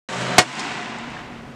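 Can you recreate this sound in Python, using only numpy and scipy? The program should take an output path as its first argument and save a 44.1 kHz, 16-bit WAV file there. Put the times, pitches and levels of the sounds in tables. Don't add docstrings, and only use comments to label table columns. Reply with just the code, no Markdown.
import sys
import numpy as np
from scipy import signal
from scipy.fft import rfft, irfft
from scipy.io import wavfile

SR = 44100
rng = np.random.default_rng(int(sys.argv[2]) if len(sys.argv) > 2 else 0)


def generate_wav(sig):
    pcm = np.round(np.clip(np.atleast_2d(sig).T, -1, 1) * 32767).astype(np.int16)
    wavfile.write(sys.argv[1], SR, pcm)


N = 68355
T = np.arange(N) / SR

# (time [s], level [dB])
BLOWS = [(.3818, 1.5), (.3838, -0.5), (0.3868, -2), (.3918, -16), (.3985, -18.5), (.4145, -19),
         (.4225, -22.5)]
# (frequency [Hz], relative level [dB], t60 [s])
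DRAWER_MODES = [(130.27, -13, 0.15), (325.5, -12.5, 0.16), (395.2, -19, 0.14), (613, -14.5, 0.14),
                (728, -1.5, 0.11), (912, -13, .1), (1133, -15, 0.18), (1449, -6.5, 0.086),
                (1608, -18.5, 0.18), (1900, -5, 0.078), (1966, -17, 0.08), (2171, -0.5, 0.057),
                (2475, -13.5, .1), (2735, -12, 0.073), (2875, -11, .1), (4330, -1.5, 0.042)]
# (frequency [Hz], relative density [dB])
CLATTER_SPECTRUM = [(30, -30), (90, -14), (130, 2), (330, -4), (520, 3), (900, 1.5), (2100, -2), (3300, -1),
                    (7200, -6.5), (9000, -13), (12000, -29.5), (16000, -48)]
# (frequency [Hz], t60 [s])
CLATTER_DECAY = [(60, .06), (150, 0.083), (1000, 0.089), (4000, 0.07), (9000, 0.083), (14000, 0.035)]

# (time [s], level [dB])
OUT_LEVEL = [(.088, -31), (.15, -28.5), (.22, -27), (.3, -24.5), (.375, -24.5)]
# (frequency [Hz], relative density [dB])
OUT_SPECTRUM = [(40, -24), (95, -21), (150, -4), (215, 2.5), (300, -3), (560, -2), (800, -5), (1600, -1),
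                (2800, -7.5), (4900, -15.5), (7800, -18.5), (10500, -37.5), (15000, -66)]
# (time [s], slope [dB/kHz])
OUT_DULLING = [(.088, -0.54), (.22, -0.5), (.3, .25), (.375, 0.06)]
# (frequency [Hz], width [Hz], strength [dB])
CASE_PEAKS = [(524, 26, 2), (604, 31, 5.5), (726, 18, 7), (920, 33, 4.5), (1170, 35, 3.5), (1600, 28, -6),
              (3090, 90, 1), (4010, 110, 1)]
# (frequency [Hz], level [dB], full at [s], rise [s], fade [dB/s], stop t60 [s])
CASE_MODES = [(127, -33, 0.22, 0.071, 30, 1), (180, -35.5, .16, 0.054, -3, 0.15),
              (383.8, -43, 0.126, 0.046, -7, 0.1)]

# (time [s], level [dB])
BACK_LEVEL = [(.44, -35), (.49, -35), (.6, -28.5), (.75, -28), (.92, -31.5), (1.17, -33), (1.27, -37),
              (1.4, -41.5), (1.55, -45.5)]
# (frequency [Hz], relative density [dB])
BACK_SPECTRUM = [(40, -30), (95, -20), (135, 1), (300, 2), (490, -5.5), (800, -0.5), (1300, -1),
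                 (2600, -2.5), (4000, -10), (7900, -16.5), (10500, -36), (15000, -59)]
# (time [s], slope [dB/kHz])
BACK_DULLING = [(.45, -0.47), (.62, 0), (.8, .5), (1.0, 1.0), (1.2, 1.26), (1.55, 1.5)]
# (frequency [Hz], width [Hz], strength [dB])
EXTENDED_PEAKS = [(721, 27.5, 5), (870, 48, -2.5), (1010, 41, 2), (1495, 32, -1.5), (2000, 75, -0.5),
                  (2220, 46, -4.5), (2800, 50, -2), (3780, 25, 2), (4400, 80, -6), (5190, 45, -12),
                  (5600, 70, -23)]
# (frequency [Hz], width [Hz], level [dB])
TRAY_MODES = [(132.23, 9.3, -48), (233.8, 23.6, -42)]
# (time [s], gain [dB])
DRONE_GAIN = [(.45, -6), (.65, -4), (.85, -2), (1.0, 1.5), (1.15, -2.5), (1.23, -8), (1.33, 0.5),
              (1.55, -4.5)]
# (time [s], level [dB], centre [Hz], width [octaves], t60 [s])
TICKS = [(.5528, -27, 7600, 0.066, 0.01), (.553, -33, 7000, .9, .01), (.5938, -28, 8900, 0.97, 0.031),
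         (0.5949, -27, 4250, 1.0, 0.07), (.597, -35, 5130, .03, .1), (.9865, -42.5, 7450, 0.17, .025),
         (1.101, -49.5, 8800, 0.19, 0.018), (1.166, -28.5, 1600, .3, 0.035),
         (1.201, -32.5, 1600, 0.33, 0.027)]

# (frequency [Hz], relative density [dB])
ROOM_SPECTRUM = [(20, 5.5), (55, -0.5), (130, 0), (250, 1), (500, -4), (1500, -12), (4000, -24.5),
                 (8000, -32), (14500, -48)]
# (time [s], level [dB])
ROOM_LEVEL = [(.088, -45), (.38, -46), (.48, -73), (.62, -48), (.9, -49.5), (1.05, -41.5), (1.55, -40)]

START_S, STOP_S = 0.0876, BLOWS[0][0]
SINCE_STOP_S = np.maximum(T - STOP_S, 0)
CONTACT_S = 0.0004


def slam(clatter_db=-6, ring_db=-11, blow_s=0.0011):
    t, out = T[:SR // 2], np.zeros(N)
    attack = np.minimum(t / CONTACT_S, 1)
    for at_s, db in BLOWS:
        noise = colour(rng.standard_normal(len(t)), CLATTER_SPECTRUM)
        hz, age_s, bands = signal.stft(noise, SR, nperseg=256)
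        decay = amp(-60 * age_s / at_hz(CLATTER_DECAY, hz)[:, None])
        clatter = signal.istft(bands * decay, SR, nperseg=256)[1][:len(t)]
        add(out, at_s, amp(db + clatter_db) * clatter * attack)
    for hz, mode_db, t60_s in DRAWER_MODES:
        energy = np.zeros(N)
        for at_s, db in BLOWS:
            age_s = np.maximum(T - at_s, 0)
            energy += np.minimum(age_s / blow_s, 1) * amp(db - 60 * age_s / t60_s) ** 2
        out += amp(ring_db + mode_db) * np.sqrt(energy) * np.sin(2 * np.pi * (hz * T + rng.random()))
    return out


def roll_out(stop_t60_s=0.098):
    rollers = dulled(colour(rail(), OUT_SPECTRUM, CASE_PEAKS), OUT_DULLING)
    return rollers * envelope(OUT_LEVEL) * amp(-60 * SINCE_STOP_S / stop_t60_s)


def roll_back(onset_s=0.021):
    rollers = dulled(colour(rail(), BACK_SPECTRUM, EXTENDED_PEAKS), BACK_DULLING)
    return (rollers * envelope(BACK_LEVEL) + tray_drone()) * np.minimum(SINCE_STOP_S / onset_s, 1)


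def rail(grit_per_s=700, grit_share=0.18, spread_db=1.5, flutter_db=0.5):
    specks = (rng.random(N) < grit_per_s / SR) * rng.choice([-1, 1], N)
    sizes = amp(spread_db * np.minimum(rng.exponential(1, N), 4))
    grit = np.sqrt(grit_share) * unit(specks * sizes)
    hiss = np.sqrt(1 - grit_share) * rng.standard_normal(N)
    return (hiss + grit) * amp(flutter_db * wander(70))


def case_boom(waver_hz=3.3, waver_db=0.5):
    out = np.zeros(N)
    for hz, db, full_s, rise_s, fade_db_per_s, t60_s in CASE_MODES:
        swell = np.exp(-(np.minimum(T - full_s, 0) / rise_s) ** 2)
        loss_db = fade_db_per_s * np.maximum(T - full_s, 0) + 60 * SINCE_STOP_S / t60_s
        out += tone(hz + waver_hz * wander(34)) * swell * amp(db + waver_db * wander(38) - loss_db)
    return out


def tray_drone(waver_db=2.3):
    out = np.zeros(N)
    for hz, width_hz, db in TRAY_MODES:
        gain = amp(db + waver_db * wander(2 * width_hz))
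        out += gain * tone(hz + width_hz / 2 * wander(2 * width_hz))
    return out * envelope(DRONE_GAIN)


def ticks(top_hz=11000):
    t, out = T[:SR // 5], np.zeros(N)
    hz = np.fft.rfftfreq(len(t), 1 / SR) + 1
    spectrum = amp(at_hz(CLATTER_SPECTRUM, hz)) / np.sqrt(1 + (hz / top_hz) ** 10)
    attack = np.minimum(t / CONTACT_S, 1)
    for at_s, db, centre_hz, width_oct, t60_s in TICKS:
        band = np.exp(-(np.log2(hz / centre_hz) / width_oct) ** 2 / 2)
        noise = unit(irfft(rfft(rng.standard_normal(len(t))) * band * spectrum, len(t)))
        add(out, at_s, noise * attack * amp(db - 60 * t / t60_s))
    return out


def room():
    return colour(rng.standard_normal(N), ROOM_SPECTRUM) * envelope(ROOM_LEVEL)


def amp(db):
    return 10 ** (np.asarray(db) / 20)


def unit(x):
    return x / np.sqrt(np.mean(x ** 2) + 1e-20)


def envelope(points):
    return amp(np.interp(T, *np.transpose(points)))


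def at_hz(points, hz):
    knots_hz, values = np.transpose(points)
    return np.interp(np.log(hz + 1), np.log(knots_hz + 1), values)


def add(mix, at_s, sound):
    part = mix[round(at_s * SR):][:len(sound)]
    part += sound[:len(part)]


def tone(hz):
    return unit(np.sin(2 * np.pi * np.cumsum(hz) / SR))


def wander(rate_hz):
    hz = np.fft.rfftfreq(N, 1 / SR)
    return unit(irfft(rfft(rng.standard_normal(N)) * np.exp(-(hz / rate_hz) ** 2), N))


def colour(x, spectrum, peaks=()):
    hz = np.fft.rfftfreq(len(x), 1 / SR)
    power = 1 + sum(2 * amp(db) ** 2 / (1 + (2 * (hz - centre_hz) / width_hz) ** 2)
                    for centre_hz, width_hz, db in peaks)
    return unit(irfft(rfft(x) * amp(at_hz(spectrum, hz)) * np.sqrt(power), len(x)))


def dulled(x, slopes):
    hz, t, bands = signal.stft(x, SR, nperseg=512)
    loss_db = hz[:, None] / 1000 * np.interp(t, *np.transpose(slopes))
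    return signal.istft(bands * amp(-loss_db), SR, nperseg=512)[1][:N]


def scene():
    return (roll_out() + case_boom() + slam() + roll_back() + ticks() + room())[None]


def record(dry, fade_in_s=0.00049, clip_level=0.98, low_cut_hz=40, high_cut_hz=15600):
    started = dry * np.clip((T - START_S) / fade_in_s, 0, 1)
    clipped = np.clip(started, -clip_level, clip_level)
    thinned = signal.lfilter(*signal.butter(2, low_cut_hz, "high", fs=SR), clipped)
    lowpass = signal.firwin(255, high_cut_hz, window=("kaiser", 8), fs=SR)
    return signal.oaconvolve(thinned, lowpass[None], "same")


dry = scene()
out = record(dry)
generate_wav(out)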